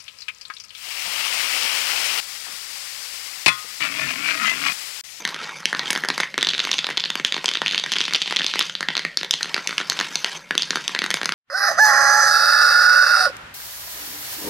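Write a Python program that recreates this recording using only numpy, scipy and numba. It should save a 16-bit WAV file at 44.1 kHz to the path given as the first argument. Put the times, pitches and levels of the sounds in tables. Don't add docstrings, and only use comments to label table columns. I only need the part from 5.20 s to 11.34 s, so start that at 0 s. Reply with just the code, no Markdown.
import sys
import numpy as np
from scipy import signal
from scipy.fft import rfft, irfft
from scipy.io import wavfile
from scipy.ndimage import uniform_filter1d
from numba import njit

SR = 44100
rng = np.random.default_rng(int(sys.argv[2]) if len(sys.argv) > 2 else 0)


def dump(signal):
    limited = np.clip(np.atleast_2d(signal).T, -1, 1)
    pcm = np.round(limited * 32767).astype(np.int16)
    wavfile.write(sys.argv[1], SR, pcm)


N = 270774


def undb(db):
    return 10 ** (np.asarray(db) / 20)


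def level(x, db):
    return x * undb(db) / np.sqrt(np.mean(x ** 2))


def decay_60(t, t60):
    return np.exp(-np.log(1000) * t / t60)


def soft_start(t, rise_s):
    return 1 - np.exp(-(t / rise_s) ** 2)


def resonate(x, hz, width_hz):
    return signal.lfilter(*signal.iirpeak(hz, hz / width_hz, fs=SR), x)


def walk(rate):
    hold = int(SR / rate)
    steps = np.repeat(rng.standard_normal(N // hold + 1), hold)
    return 2.04 * uniform_filter1d(uniform_filter1d(steps, hold), hold)[:N]


FOLLOWS_END = [0.87, 0.97, -0.0076, -0.079, 0.24]
FOLLOWS_HARD = [0.025, 0.0013, -0.0081, 0.73, 1.06]


def shares(level_db, end_db, hard_db, part_db):
    db = np.array(part_db) + np.outer(end_db, FOLLOWS_END) + np.outer(hard_db, FOLLOWS_HARD)
    total_db = 10 * np.log10(np.sum(undb(db) ** 2, axis=1))
    return db + (level_db - total_db)[:, None]


# f/Hz, relative level/dB
HUSH_SPECTRUM = [(59, -62), (100, -18.5), (166, 2), (358, -27), (558, -5), (784, -33), (1580, -12.5),
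                 (14400, -37), (16000, -50)]


def room_tone():
    hz, db = np.transpose(HUSH_SPECTRUM)
    f = np.maximum(np.fft.rfftfreq(N, 1 / SR), 1)
    gain = undb(np.interp(np.log(f), np.log(hz), db))
    return level(irfft(rfft(rng.standard_normal(N)) * gain, N), -50)


SLOSH = [(0, -34.5, 2, 7), (.12, -37, 3, -3), (.26, -31, -0.5, -2.5), (.45, -40, 3, 7),
         (.63, -29.5, 4.5, 3), (.85, -42.5, 5, 5), (1.02, -29.5, -5, -1), (1.13, -54, 2, 3),
         (1.4, -31, -9, -1), (1.74, -39.5, -2, -7), (2.2, -43.5, -6, 1), (2.7, -34, -8, -7),
         (3.2, -33.5, -12, -10), (3.45, -27, -13, -7), (3.6, -49, -9, -3), (3.78, -43, -2, -3),
         (3.93, -54, -6, 0), (4.3, -35, 4, 3.5), (4.9, -34.5, -0.5, 4.5), (5.15, -32.5, 0.5, 4),
         (5.25, -48, 3, 4), (5.58, -31.5, -3, 3), (5.8, -39, -1, 0), (6.14, -43, 12, 0)]
WASH_BALANCE = [-12.5, -0.5, -1.5, -9, -22]
SPLASH_UNDER_KNOCK = [-37.5, -36, -28.5, -31.5, -32.5]
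SPLASH_RISE_S, SPLASH_T60_S = 0.026, 0.37


def stirring():
    t = np.arange(N) / SR
    s, *columns = np.transpose(SLOSH)
    wash_db = shares(*(np.interp(t, s, c) for c in columns), WASH_BALANCE)
    wash_power = undb(wash_db.T) ** 2

    s, strength, end, hard, _ = np.transpose(KNOCKS)
    kick_db = shares(strength, end, hard, KNOCK_BALANCE) + SPLASH_UNDER_KNOCK
    kicks = np.zeros((len(CAN), N))
    kicks[:, np.clip(s * SR, 0, N - 1).astype(int)] = undb(kick_db.T) ** 2

    t = t[:SR // 2]
    splash = soft_start(t, SPLASH_RISE_S) * undb(-120 * t / SPLASH_T60_S)
    splash_power = np.abs(signal.fftconvolve(kicks, splash[None], axes=1)[:, :N])
    return np.sqrt(wash_power + splash_power)


# f/Hz, relative level within the part/dB, t60/s of the lingering ring
CAN = [
    [(252, 6, 0.0097), (397, 7.5, 0.011), (715, -3, 0.0031)],
    [(1017, -3, 0.011), (1400, -1, 0.012), (1625, -3.5, 0.024), (1865, -1, 0.019), (2168, -1, 0.017)],
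    [(2723, 1.5, 0.0048), (3117, -1, 0.011), (3531, -0.5, 0.013), (4086, -0.5, 0.012), (4513, -1.5, 0.013)],
    [(5186, 5, 0.013), (6160, 6.5, 0.011), (6670, -4, 0.015), (7330, -4, 0.0083)],
    [(8310, -1, 0.0062), (9150, -1.5, 0.01), (10480, 0, 0.013), (11230, -20, 0.01), (12200, -6, .004),
     (13700, -7, 0.0028)],
]


def paint(drop_spread_db=3.0, hiss=0.69, wet_damping=4.66):
    drops_per_s, biggest_db, surge_db, patchy_db = 350, 10, 1.2, 2.5
    size_db = np.minimum(drop_spread_db * rng.exponential(size=N), biggest_db)
    falls = rng.random(N) < drops_per_s / SR
    drops = falls * undb(size_db) * np.sign(rng.standard_normal(N))
    surge = undb(surge_db * walk(59))
    out = 0
    for part, gain in zip(CAN, stirring()):
        push = level(drops, 0) + hiss * rng.standard_normal(N)
        wet = 0
        for f, db, t60 in part:
            patchy_gain = undb(db + patchy_db * walk(60))
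            band = resonate(resonate(push, f, wet_damping / t60), f, 2 * wet_damping / t60)
            wet = wet + patchy_gain * band
        out = out + level(wet, 0) * gain * surge
    return out


FAVOUR_DB, FAVOUR_OCTAVES, PULL = 8.5, 0.21, 0.71


def ring(modes, chance, blow_hz, rise_s=0.00022, spread_s=.00012, linger=0.61):
    hz, db, t60 = np.transpose(modes)[:, None, :, None]
    pitch, size, lag = (chance[:, k, :len(modes), None] for k in range(3))
    detune, scatter_db, snap_t60_s = .03, 2.5, .0055
    octaves = np.log2(blow_hz[:, None, None] / hz)
    near = np.exp(-(octaves / FAVOUR_OCTAVES) ** 2)
    hz = hz * 2 ** (PULL * near * octaves)
    hz = hz * (1 + detune * (1 - near) * pitch)
    db = db + FAVOUR_DB * near + scatter_db * size
    t = np.maximum(np.arange(2048) / SR - spread_s * (1 - near) * np.abs(lag), 0)
    decay = decay_60(t, snap_t60_s) + linger * decay_60(t, t60)
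    direction = np.where(near > 1 / 4, 1, np.sign(lag))
    wave = direction * np.sin(2 * np.pi * hz * t) * decay
    sound = np.sum(undb(db) * wave * soft_start(t, rise_s), axis=1)
    return sound / np.max(np.abs(sound), axis=1, keepdims=True)


# rim over wall level/dB, favoured pitch f/Hz
KNOCKS = [(0.0515, -3, -6.5, -8, 3910), (0.076, -11.5, 0.5, 4, 4630), (0.0896, -14.5, -6, -7, 4670),
          (0.1443, -13, -2.5, -6, 3340), (0.163, -18.5, 5, -3, 1490), (0.4558, -0.5, -11, -2, 3000),
          (0.489, -29, 12, -3, 1530), (0.529, -6, 10, -2, 1710), (0.5486, -9, -1, -16, 1390),
          (0.5939, -4.5, -10.5, -8.5, 3850), (0.658, -12.5, -10, -22, 3350), (0.7044, -3.5, -6, -4.5, 1730),
          (0.708, -7, 9, 25, 2000), (0.7304, -7, 1, 3, 1730), (0.7521, -8, 1, -4, 4600),
          (0.7607, -7, -2, -15, 3390), (0.7755, -11.5, 4, -1, 1650), (0.8374, -7.5, 12, -5, 1820),
          (0.8487, -10, 6, -7, 1560), (0.8558, -17, 3, -5, 2050), (0.887, -5.5, -2, 2, 4550),
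          (0.9021, -4, -0.5, -10, 4100), (0.979, -6.5, 1.5, -2, 4590), (1.0019, -2.5, -4, -10, 3500),
          (1.0059, -7.5, 9, 7.5, 1880), (1.0333, -6, 6, -9, 1980), (1.142, -13, 1.5, -11, 2120),
          (1.179, -3.5, -1.5, -4.5, 3230), (1.1872, -10.5, -6, -15, 2470), (1.2104, -9, -14, -12, 3250),
          (1.2185, -9.5, -15, -21, 3650), (1.2283, -1, -5.5, -7, 3460), (1.248, -5.5, -18, -22, 3570),
          (1.2703, -4, -13, -9, 3970), (1.2885, -3.5, -22, -13, 3550), (1.292, -5, -27, -16, 3320),
          (1.303, -11, -17, -11, 3300), (1.3111, -12, -15, -18, 3800), (1.335, -7.5, -12, -18, 2430),
          (1.343, -9, -16, -23, 3660), (1.3487, -10, -11, -20, 3800), (1.38, -8.5, -22, -9, 3400),
          (1.3931, -4.5, -11.5, -15, 3540), (1.4018, -3, -13, -22, 3400), (1.4424, -13, -6, -9, 3540),
          (1.451, -6.5, -7, -9, 3630), (1.4723, -9.5, 9, -9, 960), (1.4925, -15, 9, -10, 2080),
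          (1.5153, -1, -19, -5.5, 3550), (1.5304, -4.5, -28, -26, 3870), (1.5376, -12, -9, -7, 3180),
          (1.5413, -7.5, -20, -8, 2820), (1.5833, -7, -20, -15, 3890), (1.5898, -4.5, -14.5, -13, 3380),
          (1.6439, -6, -13, -19, 3430), (1.6681, -7, -8, -12, 3510), (1.6896, -12, 11, -3, 1010),
          (1.7027, -12.5, 0, -6, 2020), (1.7096, -15, 3, -10, 1970), (1.7727, -2, -19.5, -11, 3460),
          (1.7768, -3, -12, -10.5, 3160), (1.7988, -7.5, -28, -10, 4520), (1.804, -9.5, -32, -11, 3440),
          (1.8391, -5, -15, -25, 4560), (1.8517, -12, -21, -15, 4560), (1.857, -8.5, -12, -22, 3450),
          (1.9029, -5, -11, -10, 3470), (1.9547, -6, -3.5, -6.5, 2870), (1.9985, -11.5, 3, -14, 2200),
          (2.0488, 1.5, -18, -9, 3100), (2.069, -20, -8, 3, 2590), (2.1233, -3, -14.5, -14, 3380),
          (2.1433, -5.5, -8.5, -17, 3630), (2.1656, -11.5, 0, -9, 970), (2.1798, -13.5, 0, -10, 1830),
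          (2.2433, -8.5, 3, 0, 2800), (2.2583, -1.5, -24, -5.5, 3230), (2.2817, -4.5, -14.5, -15, 3070),
          (2.2895, -2, -17.5, -8, 3180), (2.3141, -12, -7.5, -7, 3170), (2.3373, -9.5, -14, -6, 3630),
          (2.3497, -10, -18, -16, 3540), (2.3538, -4.5, -11.5, -19, 3380), (2.3719, -9.5, -12, -25, 3750),
          (2.4179, -3, -0.5, -15, 3020), (2.4618, -2.5, -9, -18, 2640), (2.47, -7, -13, -21, 3400),
          (2.4807, -2, -22, -14, 3100), (2.4917, -14, -19, -18, 3060), (2.511, -6, -17, -13, 3060),
          (2.5217, -10, -13, -13, 2160), (2.5265, -11, -21, -11, 2870), (2.5342, -14, 0, -13, 1790),
          (2.5464, -2.5, -16, -26, 2920), (2.558, -13, -9, -6, 3990), (2.579, -1.5, -17, -13, 4530),
          (2.5884, -11, -15, -11, 3280), (2.5979, -8.5, -14, -9, 3670), (2.6387, -8.5, -7, -12, 3600),
          (2.662, -10.5, 5, -5, 2670), (2.7193, -3, -13.5, -8, 3260), (2.7252, -9, -22, -3, 3270),
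          (2.73, -10, -17, -11, 3090), (2.7365, -6, -24, -12, 3000), (2.7572, -9, -8, -14, 3120),
          (2.7635, -7.5, -11, -14, 3200), (2.767, -6, -9, -16, 3120), (2.7851, -7, -22, -5, 4600),
          (2.8056, -3, -12.5, -14, 3640), (2.8135, -2.5, -18, -12, 3330), (2.8396, -11, -19, -11, 3400),
          (2.853, -9, -17, -10, 3620), (2.881, -10, -2, -14, 2890), (2.9092, -13.5, 0, -12, 2150),
          (2.9255, -12.5, 11, -11, 2200), (2.9358, -3.5, -17, -2, 4300), (2.9476, -0.5, -41, -20, 3460),
          (2.9527, -2.5, -19, -16, 2880), (2.96, -6.5, -15, -5, 2990), (3.018, -3, -22, -15, 3200),
          (3.0229, -6, -25, -22, 3810), (3.0598, -9, -19, -21, 3100), (3.077, -8, -12, -20, 3060),
          (3.1091, -7, -1, -11, 990), (3.1247, -7.5, 2, -8, 970), (3.1621, -4, -15, -7, 3340),
          (3.1677, 0.5, -21, -15, 3450), (3.1898, -8, -15.5, -18, 2950), (3.1958, -7, -8, -15, 3500),
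          (3.2078, -12.5, 6, -18, 1740), (3.218, -5.5, -13, -25, 3140), (3.2442, -4.5, -10.5, -11, 3300),
          (3.265, -4, -17, -6, 3850), (3.2923, -20, -7, -21, 3150), (3.3382, -6, -7, -16, 2980),
          (3.347, -18, -12, -19, 3650), (3.3572, -8.5, 7, -4, 2080), (3.3923, -2, -11.5, 1.5, 2940),
          (3.4054, -6, -26, -20, 3230), (3.4105, -4.5, -5, -24, 3600), (3.4181, -12, -14, -23, 3400),
          (3.4252, -8.5, -25, -7, 2190), (3.4968, -13, -10, -11, 3110), (3.5524, -6.5, -14, -19, 3430),
          (3.6076, -6.5, 0.5, -7, 1578), (3.6287, -7, 5, -12, 1660), (3.6864, -0.5, -6.5, -20, 3080),
          (3.7038, -12, -6, -27, 3050), (3.753, -7, -10, -18, 3510), (3.768, -4, -13, -12, 4300),
          (3.7781, -6.5, -11, -13, 4070), (3.7935, -8, -3, -10, 2270), (3.8505, -4.5, 4, -11, 1860),
          (3.9725, -1.5, -17.5, -3.5, 4520), (4.0121, -12.5, -5, -21, 2670), (4.0317, -8.5, -5, -10, 3694),
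          (4.0466, -13, -6, -10, 3540), (4.1097, 2.5, -23, 0.5, 3483), (4.1338, -11.5, -15, -13, 3680),
          (4.1388, -2, -15, -11, 3300), (4.2093, -16, 1, -13, 1520), (4.2297, -4.5, -22, 0, 4150),
          (4.245, -13.5, -4, -10, 1380), (4.2572, -16, 6, -6, 1730), (4.3437, -2, -10.5, -7.5, 2330),
          (4.3644, -11, 2, -10, 1480), (4.3786, -10.5, 4, -11, 1360), (4.4737, -4, -14, -1.5, 5900),
          (4.4927, -11, 0, -4, 2200), (4.5087, -11, -3, -10, 2060), (4.5277, -14.5, 12, -10, 1440),
          (4.581, -2, -11, -7.5, 2760), (4.6019, -9.5, 1, -12, 1360), (4.6131, -12, 0, -13, 1400),
          (4.699, -1, -15, -4.5, 4300), (4.7206, -10.5, 1, -5, 1560), (4.772, -18, -4, -6, 4500),
          (4.7906, -4.5, -12.5, -21, 3710), (4.8003, -5, -5, -6, 2690), (4.811, -5.5, 0, -9, 4360),
          (4.956, -3, -14, -0.5, 6010), (5.0452, -1, -10, -11.5, 2900), (5.061, -15, -4, -6, 2930),
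          (5.3088, -3, 7, -7, 1700), (5.3523, -8, 3, -5, 1510), (5.379, 1.5, -20.5, -5.5, 3400),
          (5.396, -16, -10, -14, 4250), (5.4215, -7, -17, -3, 4640), (5.4319, -9, -17, -16, 4200),
          (5.5066, -2, -6, -6.5, 1730), (5.5319, -14.5, 13, -10, 1550), (5.5573, -4.5, 0, -7, 1370),
          (5.571, -9.5, 2, -14, 1430), (5.6793, -3.5, -15.5, 0, 3420), (5.6936, -16, 14, 5, 1080),
          (5.7492, -5.5, -3.5, -12, 1760), (5.7627, -11.5, 12, -6, 1960), (5.7901, -4, -7.5, -6, 2270),
          (5.819, -4.5, 0.5, -14, 1913), (5.8405, -6.5, -1, -4, 1520), (5.8625, -10.5, 1, -1, 1310),
          (5.9046, -5, -1.5, 3, 2070), (5.9124, -6.5, -4, -6, 3070), (5.9416, -2.5, -2, 3, 3670),
          (5.9706, -13, 0, -18, 1320), (6.0151, -7.5, 4, -11, 1660), (6.032, -8, 1, -5, 1630),
          (6.0453, -18, -10, -1, 1610), (6.0572, -4, -4.5, 0.5, 4360), (6.092, -3.5, 4, -8, 1380),
          (6.1218, -6.5, -4, -9, 1400)]
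KNOCK_BALANCE = [-13, 0, -1, -4, -10]
KNOCK_SCATTER = [2, 1, 0, 1.5, 1.5]


def ball(lead_s=.0003, count=6):
    s, strength, end, hard, blow_hz = np.transpose(KNOCKS)
    out = np.zeros((count, N + 2048))
    chance = rng.standard_normal((len(s), len(CAN), 4, 6))
    part_db = shares(strength, end, hard, KNOCK_BALANCE) + chance[:, :, 3, 0] * KNOCK_SCATTER
    blows = 0
    for k, part in enumerate(CAN):
        blows = blows + undb(part_db[:, [k]]) * ring(part, chance[:, k], blow_hz)
    for k, (at, blow) in enumerate(zip(s, blows)):
        i = int(np.clip((at - lead_s) * SR, 0, N - 1))
        out[k % count, i:i + 2048] += blow
    return out[:, :N]


ROOM_T60_S, ROOM_DB = 0.26, -13.5


def room(positions, gap_s=0.0054, dull_hz=5000):
    t = np.arange(SR // 2) / SR
    noise = rng.standard_normal((len(positions), len(t)))
    tails = noise * decay_60(t, ROOM_T60_S) * soft_start(t, gap_s)
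    tails = signal.sosfilt(signal.butter(1, dull_hz, fs=SR, output="sos"), tails)
    tails = tails + 0.64 * resonate(tails, 1850, 340) + 0.18 * resonate(tails, 3700, 930)
    tails = tails / np.sqrt(np.sum(tails ** 2, axis=1, keepdims=True))
    return undb(ROOM_DB) * np.sum(signal.fftconvolve(positions, tails, axes=1), axis=0)[:N]


def scene():
    knocks = ball()
    mono = np.sum(knocks, axis=0) + room(knocks) + paint() + room_tone()
    return np.array([mono, mono])


@njit
def follow(x, attack, release):
    out, e = np.empty(len(x)), 0.
    for i in range(len(x)):
        e += (abs(x[i]) - e) * (attack if abs(x[i]) > e else release)
        out[i] = e
    return out


LOW_CUT_HZ, TOP_HZ, PREAMP_DB = 139, 16300, -70
LIMIT_DB, LIMIT_RATIO, LIMIT_ATTACK_S, LIMIT_RELEASE_S = -16.5, 1.18, 0.0042, 0.013


def record(dry):
    x = signal.sosfilt(signal.ellip(10, .5, 50, LOW_CUT_HZ, "highpass", fs=SR, output="sos"), dry)
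    loud = follow(x[0], 1 / (LIMIT_ATTACK_S * SR), 1 / (LIMIT_RELEASE_S * SR))
    x = x * np.maximum(loud / undb(LIMIT_DB), 1) ** (1 / LIMIT_RATIO - 1)
    noise = signal.sosfilt(signal.butter(1, 60, fs=SR, output="sos"), rng.standard_normal(N))
    x = np.clip(x + level(noise, PREAMP_DB), -1, 1)
    x = signal.sosfilt(signal.butter(6, 14000, fs=SR, output="sos"), x)
    return signal.sosfilt(signal.ellip(10, .2, 80, TOP_HZ, fs=SR, output="sos"), x)


dry = scene()
out = record(dry)
dump(out)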